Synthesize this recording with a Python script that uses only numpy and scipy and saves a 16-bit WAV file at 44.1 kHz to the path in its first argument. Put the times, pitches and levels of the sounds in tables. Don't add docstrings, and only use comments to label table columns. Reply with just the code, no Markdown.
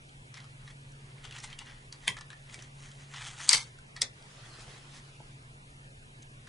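import sys
import numpy as np
from scipy import signal
from scipy.fft import rfft, irfft, next_fast_len
from scipy.io import wavfile
from scipy.ndimage import uniform_filter1d, map_coordinates

SR = 44100
rng = np.random.default_rng(int(sys.argv[2]) if len(sys.argv) > 2 else 0)


def master_out(mix):
    frames = np.transpose(np.atleast_2d(mix))
    ceiling = np.clip(frames, -1, 1)
    pcm = np.round(ceiling * 32767).astype(np.int16)
    wavfile.write(sys.argv[1], SR, pcm)


def level_to_linear(level):
    exponent = np.asarray(level, float) / 20
    return 10 ** exponent


N = 285926


def unit(x):
    return x / np.sqrt(np.mean(x ** 2) + 1e-20)


def along(points, hz):
    f, v = np.transpose(points)
    return np.interp(np.log(hz + 1), np.log(f + 1), v)


def curves(rows, outside=-120):
    s, *cols = np.transpose(rows)
    return [np.interp(np.arange(N) / SR, s, c, outside, outside) for c in cols]


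def wobble(rate):
    knots = rng.standard_normal(int(N * rate / SR) + 4)
    return map_coordinates(knots, [np.arange(N) * rate / SR])


def filtered(x, response):
    m = next_fast_len(x.shape[-1] + 4096)
    spectrum = rfft(x, m) * response(np.fft.rfftfreq(m, 1 / SR))
    return irfft(spectrum, m)[..., :x.shape[-1]]


def resonances(modes):
    def response(f):
        return sum((-1) ** k * level_to_linear(db) * 1j * f * w / (c * c - f * f + 1j * f * w)
                   for k, (c, w, db) in enumerate(modes))
    return response


def rush(spectrum, width, patchy_db):
    z = signal.stft(rng.standard_normal((2, N)), nperseg=512)[2]
    patches = uniform_filter1d(rng.standard_normal(z.shape[1:]), 4, 0)
    patches = unit(uniform_filter1d(patches, 10, 1))
    pair = signal.istft(z * level_to_linear(patchy_db * patches), nperseg=512)[1][:, :N]
    mid, side = filtered(pair, lambda hz: level_to_linear(along(spectrum, hz) + [0 * hz, along(width, hz)]))
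    return np.array([mid + side, mid - side]) / np.std(mid)


def add(track, s, peak_db, length, pan_db, modes, rise):
    t = np.arange(SR // 16) / SR - .004
    length = max(length, 2e-4)
    envelope = np.exp(-np.maximum(t / length, -t / (rise * length)))
    burst = rng.standard_normal((2, len(t))) * envelope
    burst[0, np.argmin(np.abs(t))] += .5 * np.sqrt(length * SR)
    mid, side = filtered(burst, resonances(modes))
    pair = level_to_linear(np.array([[.5], [-.5]]) * pan_db) * (mid + 0.19 * side * [[1], [-1]])
    part = track[:, round((s + t[0]) * SR):][:, :len(t)]
    part += (level_to_linear(peak_db) * pair / np.abs(mid).max())[:, :part.shape[1]]


def snaps():
    # (time [s], peak [dB], contact length [s], left over right [dB])
    dull_snap = [
        (2.073, -33, .002, 6),
        (2.0762, -22.5, 0.0018, 6),
        (2.0782, -11, 0.0008, 2.5),
        (2.0803, -16, 0.0012, 3),
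        (2.083, -22, 0.0014, 2),
    ]
    sharp_snap = [
        (3.491, 0, 0.00039, 0.46),
        (3.4927, -7, 0.001, 1),
        (3.5022, -18, .001, 1),
        (3.5104, -15, .001, 1.5),
    ]
    second_snap = [(3.5287, -7.5, 0.001, 1.5), (3.5307, -5, 0.0013, .5), (3.5498, -19, .0004, 1),
                   (3.5578, -21, .001, 1), (3.5705, -21, .001, 1), (3.577, -22.5, .001, 1)]
    last_snap = [
        (4.0146, -22, .0015, 0),
        (4.0172, -9.5, 0.0007, .5),
        (4.0187, -12, 0.0004, 0.54),
        (4.0208, -18.5, 0.0028, .5),
        (4.0244, -24, 0.002, 0),
    ]
    # (frequency [Hz], width [Hz], level [dB])
    dull_ring = [(2015, 160, 9), (2720, 113, 7), (3070, 83, 6), (3510, 130, 6.5), (4600, 140, -4),
                 (6770, 140, -4.5), (9300, 370, -3), (9400, 87, -25.5)]
    sharp_ring = [(846, 50, -25.5), (2144, 170, -7.5), (3660, 220, -10.5), (4706, 60, 6), (5500, 290, -1),
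                  (6300, 300, 3), (8330, 400, -4), (9700, 120, -17.5)]
    second_ring = [(846, 50, -25.5), (2200, 200, -18), (3660, 250, -14), (4670, 40, 7.5), (5800, 300, -10),
                   (6500, 200, -6.5), (7800, 200, -5), (8600, 200, -1)]
    last_ring = [(1996, 35, -11.5), (3470, 290, -2.5), (4100, 110, -7), (4940, 120, 2), (6070, 100, -7.5),
                 (7370, 130, -4), (8120, 130, -10), (10050, 180, -10.5)]
    track = np.zeros((2, N))
    for contacts, ring in [(dull_snap, dull_ring), (sharp_snap, sharp_ring),
                           (second_snap, second_ring), (last_snap, last_ring)]:
        modes = [(hz, 1.4 * width + 140, db) for hz, width, db in ring]
        modes += [(6160, 13800, -13.5)]
        for s, db, length, pan_db in contacts:
            add(track, s + .0007, db, length, pan_db, modes, .06)
    return track


def rattle():
    # (start [s], length [s], level [dB], fall [dB/s])
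    bouts = [
        (2.086, 0.083, -36, 332),
        (3.496, 0.029, -28, 31),
        (3.534, 0.23, -22, 267),
        (4.026, 0.089, -37.5, 393),
    ]
    # (frequency [Hz], density [dB per Hz])
    dull_tail = [(240, -48), (450, -14), (700, -16), (985, 4), (1390, -9), (1970, -1), (3250, -1.5),
                 (4340, -13), (6680, -11), (11000, -6), (14300, -48), (22000, -120)]
    sharp_tail = [(240, -63.5), (400, -34), (513, -10), (687, -43), (757, -10), (1150, -6.5), (1720, -7),
                  (2140, 0), (2530, -4.5), (4590, -3.5), (11000, -10), (14300, -54.5), (22000, -120)]
    last_tail = [(240, -39), (400, -2), (1370, -14), (1510, -4), (2140, -5), (3070, -12), (3530, -3),
                 (11000, -18.5), (14300, -46.5), (22000, -120)]
    # (frequency [Hz], width [Hz], level [dB])
    dull_walls = [(964, 46, 5.5), (2024, 120, 11), (2650, 80, 2), (3219, 150, 11), (3650, 100, 8),
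                  (5000, 300, 8), (6815, 250, 9)]
    sharp_walls = [(950, 80, 4), (2210, 100, 5), (3144, 80, 3), (3612, 81, 6), (4425, 100, 9.02),
                   (4715, 60, 6), (5190, 100, 6), (6150, 150, 7), (7780, 150, 5), (8296, 100, 7)]
    last_walls = [(2100, 90, 3), (3560, 73, 9.3), (4210, 70, 8), (5100, 90, 8.8), (5900, 90, 6),
                  (7241, 120, 7)]
    ring_share = .55
    colours = [dull_tail, sharp_tail, sharp_tail, last_tail]
    rings = [dull_walls, sharp_walls, sharp_walls, last_walls]
    track, reach = np.zeros((2, N)), SR // 400
    chatter = level_to_linear(1.6 * wobble(350) + .8 * wobble(80))
    for (s, length, db, fall_db), colour, ring in zip(bouts, colours, rings):
        at = np.arange(round(s * SR) - reach, round((s + length) * SR) + reach)
        grit = chatter[at] * rng.standard_normal((2, SR // 2))[:, :len(at)]
        mid, side = unit(filtered(grit, lambda hz: level_to_linear(along(colour, hz))
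                                  * (1 + ring_share * np.abs(resonances(ring)(hz)))))
        level_db = db - fall_db * np.maximum(at / SR - s, 0)
        track[:, at] += level_to_linear(level_db + [[.7], [-.7]]) * (mid + 0.59 * side * [[1], [-1]])
    return track


def ticks():
    # (time [s], peak [dB], ring [Hz], left over right [dB])
    dull_ticks = [(0.342, -40.5, 5360, 17), (0.403, -40.5, 3200, 2), (0.443, -45, 1360, 9),
                  (0.6775, -41, 1810, 3), (1.182, -47, 2230, -1), (1.2526, -37.5, 3600, 10),
                  (1.3252, -35.5, 2600, 4), (1.365, -35.5, 2820, 4), (1.529, -34.5, 3100, -6),
                  (2.4982, -44, 2370, 13), (3.17, -44, 3400, 0), (4.241, -51, 835, 5), (5.2, -49, 910, 3),
                  (1.5865, -44, 2900, 4), (1.4015, -40, 5570, 2)]
    bright_ticks = [(0.093, -48, 3370, -1), (0.707, -43, 2180, 5), (0.92, -49, 5650, -8),
                    (1.243, -37.5, 2960, 6.5), (1.384, -37, 1910, -4), (1.4754, -40, 1900, 1),
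                    (1.59, -26.5, 2820, 4.5), (1.6605, -42, 1850, 4), (1.926, -31, 4600, 0),
                    (2.036, -45, 1820, 3), (2.5438, -29, 2240, 1), (2.624, -35, 5570, -1.5),
                    (2.916, -43.5, 3270, -.5), (2.9736, -48, 915, -1), (3.7879, -46, 1560, -11),
                    (4.225, -44.5, 4360, -1), (1.3108, -36.5, 2980, 1), (3.9657, -34.5, 4370, 4),
                    (3.1635, -38.5, 5500, 1.5)]
    slow_ticks = [(0.374, -34.5, 2060, -1), (1.44, -33, 2080, 1), (1.503, -39, 2700, 4.5),
                  (2.5918, -39, 2870, 2), (3.1433, -35.5, 1090, 4), (3.399, -36.5, 1810, 9),
                  (3.9646, -34.5, 1875, 1), (6.473, -39.5, 1644, 3.5), (1.615, -44.5, 900, 0),
                  (1.678, -42.5, 1950, 2)]
    hollow_ticks = [(2.0888, -22, 2020, -4), (4.0285, -26, 5900, 0), (2.1685, -33, 1750, 1),
                    (2.1877, -34, 1780, 7), (2.2104, -35, 1720, 1), (2.3038, -31, 1760, 5),
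                    (2.3306, -36, 1770, 1)]
    # (bright edge [dB], contact length [s])
    kinds = [
        (-36, 0.0035),
        (-14.5, 0.003),
        (-24.5, 0.01),
        (-20, 0.0023),
    ]
    track = np.zeros((2, N))
    for rows, (edge_db, length) in zip([dull_ticks, bright_ticks, slow_ticks, hollow_ticks], kinds):
        for s, db, hz, pan_db in rows:
            modes = [(hz, .12 * hz, 0), (950, 400, -19), (3600, 3000, -19), (7800, 5000, edge_db)]
            add(track, s, db, length, pan_db, modes, .3)
    return track


def knocks():
    # (time [s], peak [dB], ring [Hz], contact length [s])
    thumps = [(2.076, -39.5, 500, 0.04), (2.58, -48, 347, 0.02), (3.55, -36.5, 510, 0.017),
              (4.019, -40, 513, 0.044), (4.382, -48.5, 595, 0.02), (4.587, -46, 610, 0.02),
              (4.68, -46, 428, 0.016), (5.203, -44, 423, 0.006), (2.17, -50, 560, .03)]
    track = np.zeros((2, N))
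    for s, db, hz, length in thumps:
        modes = [(.38 * hz, 70, -2), (hz, 160, 0), (2.05 * hz, 220, -3)]
        add(track, s, db, length, 0, modes, .2)
    return track


def pressure():
    # (peak time [s], rise [s], fall [s], body
    # level [dB], edge level [dB])
    strokes = [(.384, 0.024, 0.065, -61, -72), (0.708, 0.12, 0.026, -57, -57.5),
               (1.23, 0.38, .02, -61.5, -66), (1.25, .02, 0.022, -43.5, -47), (1.312, .012, .1, -52, -58),
               (1.363, 0.07, 0.097, -48, -46), (1.441, 0.019, 0.034, -45, -37),
               (1.536, 0.21, 0.039, -52, -70), (1.7, 0.084, 0.11, -50, -70),
               (2.07, 0.061, .003, -49.5, -50), (2.543, 0.044, .045, -50, -42.5),
               (2.63, 0.22, 0.082, -56, -52), (2.844, 0.095, 0.15, -55, -48),
               (3.016, 0.074, 0.13, -58.5, -53.5), (3.162, .05, 0.11, -45, -53),
               (3.274, 0.14, 0.079, -42.5, -38), (3.406, 0.064, 0.1813, -43.5, -37.5),
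               (3.487, 0.0251, .003, -37.5, -30), (3.34, .1, .1, -51.5, -46), (2.5, 0.05, .06, -56.5, -66),
               (3.22, .1, .1, -43.5, -48), (6.224, .003, 0.012, -56, -43), (4.013, .008, .003, -52, -50),
               (3.44, .06, .1, -45, -35.5), (1.388, .02, .03, -51, -42), (4.61, .1, .08, -58, -49),
               (4.975, .12, .05, -60, -50), (4.78, .05, .05, -60, -54), (4.7, .04, .06, -58, -58)]
    # (time [s], fall [s], body level [dB], edge level [dB])
    skids = [(0.342, 0.11, -49.5, -68), (1.598, 0.063, -48.5, -55), (1.928, 0.052, -55.5, -56),
             (2.172, 0.021, -42, -66), (2.213, 0.024, -47.5, -68), (2.308, 0.041, -51, -67),
             (3.97, 0.034, -48.5, -63.5), (1.242, 0.092, -48, -54), (2.037, .05, -51.5, -68),
             (3.139, .05, -43, -58), (.677, .04, -53, -68)]
    skid_rise_s, swell_db = .003, 15
    t = np.arange(0, N / SR, .001)
    slides = list(strokes) + [(s, skid_rise_s, *rest) for s, *rest in skids]
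    s, rise, fall, *peak_db = np.transpose(slides)[..., None]
    away = np.maximum((s - t) / np.maximum(rise, 1e-3), (t - s) / np.maximum(fall, 1e-3))
    return curves(np.c_[t, np.max(peak_db - swell_db * away, axis=1).T])


def scrape():
    # (frequency [Hz], width [Hz], level [dB])
    walls = [(813, 17.4, 6), (2006, 27, 3), (2660, 13, -3.5), (3343, 112, -1.5), (4270, 560, -21.5),
             (4080, 21.3, -6.5), (4830, 97, 4), (6310, 290, 2)]
    level_db, bright_db = pressure()
    grit = level_to_linear(2.8 * wobble(700) + .6 * wobble(60))
    slips = grit * rush([(100, 0)], [(100, 0)], patchy_db=2)
    damped = [(c, 4 * w + 150, db) for c, w, db in walls[:5]]
    body = filtered(slips[0], resonances(damped + [(2600, 1900, 3.5), (1050, 300, -3)]))
    body = filtered(body, resonances([(2385, 5700, 0)]))
    bright = resonances([(4700, 3000, 0), (9000, 3000, -4), (6200, 600, 0)])
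    edge = filtered(slips[1], lambda f: bright(f) * f / (f + 3000))
    return level_to_linear([[.4], [-.4]]) * (level_to_linear(level_db - 1.5) * unit(body) + level_to_linear(bright_db - 9.0) * unit(edge))


def sleeve():
    # (time [s], level [dB])
    rustle = [(4.13, -69), (4.236, -60.5), (4.5, -58), (4.622, -55), (4.89, -61), (4.98, -54), (5.02, -63),
              (5.25, -67), (5.46, -77)]
    # (frequency [Hz], density [dB per Hz])
    colour = [(180, -33.5), (300, -0.5), (548, -4), (609, -3), (957, -2), (1260, -3), (4450, -6),
              (11000, -16.5), (14300, -46), (22000, -120)]
    cloth = rush(colour, [(300, -13.0), (3000, -4.5), (8000, 0.0)], patchy_db=3.0)
    return level_to_linear(curves(rustle)[0] + 1.1 * wobble(40) + 0.85 * wobble(10)) * cloth


def hum():
    # pitch [Hz], level [dB], random fading [dB]
    tone_hz = [119.8, 139.2]
    tone_db = [-61, -55.5]
    flutter_db = [7.5, 2]
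    beat_s, beat_top_s, beat_depth = 2.294, .7, 0.32
    t = np.arange(N) / SR
    swell = [1, 1 + beat_depth * np.cos(2 * np.pi * (t - beat_top_s) / beat_s)]
    tones = np.zeros(N)
    for hz, db, fade_db, size in zip(tone_hz, tone_db, flutter_db, swell):
        level = size * level_to_linear(db + 1.5 + fade_db * np.minimum(wobble(5.5), .6))
        tones += level * np.sin(2 * np.pi * hz * t + 0.49 * wobble(3.8))
    return tones


def rumble_and_hiss():
    # (frequency [Hz], density [dB per Hz])
    rumble_colour = [(11, -29), (18, -1.5), (33, -4.5), (48, -12), (91, -10.5), (130, -4.5), (166, -14.5),
                     (243, -15), (311, -20), (362, -20.5), (700, -33.5), (910, -55.5), (1540, -120)]
    hiss_colour = [(240, -32), (400, -3.5), (1300, -9), (2500, -8.5), (5000, -13.5), (10700, -13.5),
                   (12000, -15)]
    # (frequency [Hz], side over mid [dB])
    width = [(25, -41), (60, -22), (120, -35.5), (220, -8), (430, -1), (840, 4.5), (1620, 8), (3130, 4.5),
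             (6060, -5), (11000, -7)]
    rumble = level_to_linear(-57.0 + 0.52 * wobble(2.215)) * rush(rumble_colour, width, patchy_db=1.0)
    hiss = level_to_linear(-61) * rush(hiss_colour, width, patchy_db=1.15)
    return rumble, hiss


def room(x):
    # (frequency [Hz], time to fall 60 dB [s])
    t60 = [(300, 0.23), (2000, 0.25), (5000, 0.16), (10000, 0.12)]
    hz, t, z = signal.stft(rng.standard_normal((2, SR // 2)), SR, nperseg=256)
    decay = level_to_linear(-60 * t / along(t60, hz)[:, None])
    tail = signal.istft(z * decay, SR, nperseg=256)[1]
    late = np.pad(x, ((0, 0), (150, 0)))
    return signal.fftconvolve(late, tail / np.linalg.norm(tail[0]), axes=1)[:, :N]


def scene():
    # (time [s], level [dB])
    duck = [(3.5, -14.5), (3.51, -26), (3.535, -26), (3.545, 5), (3.6, 0)]
    loud, small = snaps(), ticks() + knocks()
    rumble, hiss = rumble_and_hiss()
    bass = level_to_linear(curves(duck, outside=0)[0]) * (rumble + hum())
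    hands = loud + small + rattle() + scrape() + sleeve()
    return hands + room(level_to_linear(-13.5) * loud + level_to_linear(-6.5) * small) + bass + hiss


def thrift(pair):
    # (frequency [Hz], level over usual [dB])
    holes = [(250, -14), (600, -6), (1100, -3.1), (1900, -3.9), (3000, -6), (10800, -7), (10950, 19),
             (11700, 28)]
    # (frequency [Hz], level over mid [dB])
    masked = [(60, -46), (250, -12), (800, -9), (2500, -13.5), (4000, -3.5), (6000, -4.5), (11000, 1)]
    starve, recover = .07, .87
    hz, _, z = signal.stft(pair, SR, nperseg=1024)
    power = uniform_filter1d(uniform_filter1d(np.abs(z) ** 2, size=2, axis=1), size=5, axis=2)
    usual = np.median(power[0, :, ::4], axis=1, keepdims=True)
    around = uniform_filter1d(power[0], size=15, axis=0)
    total = power[0, hz > 600].sum(0) + 1e-20
    recent = signal.lfilter([1 - recover], [1, -recover], total)
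    share = .36 + starve * np.log(np.maximum(recent / total, 1))
    valley = np.minimum(share, .75) * around * (hz[:, None] > 950)
    quiet = np.maximum(usual * level_to_linear(along(holes, hz))[:, None] ** 2, valley)
    hidden = np.minimum(around * level_to_linear(along(masked, hz))[:, None] ** 2, level_to_linear(-65) ** 2)
    kept = power > [quiet, hidden]
    kept[1] &= kept[0] | (hz[:, None] < 10800)
    return signal.istft(z * kept, SR, nperseg=1024)[1][:, :N]


def band_limit(x):
    return signal.sosfilt(signal.butter(12, 12320, fs=SR, output="sos"), x)


def record(dry):
    band = [(10900, 0.5), (11600, -26.5), (12300, -43), (14000, -70)]  # (frequency [Hz], level [dB])
    soft = dry / (1 + np.abs(dry / .9) ** 6) ** (1 / 6)
    left, right = filtered(soft, lambda hz: level_to_linear(along(band, hz)))
    mid, side = thrift(np.array([left + right, left - right]) / 2)
    return band_limit(np.array([mid + side, mid - side]))


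dry = scene()
out = record(dry)
master_out(out)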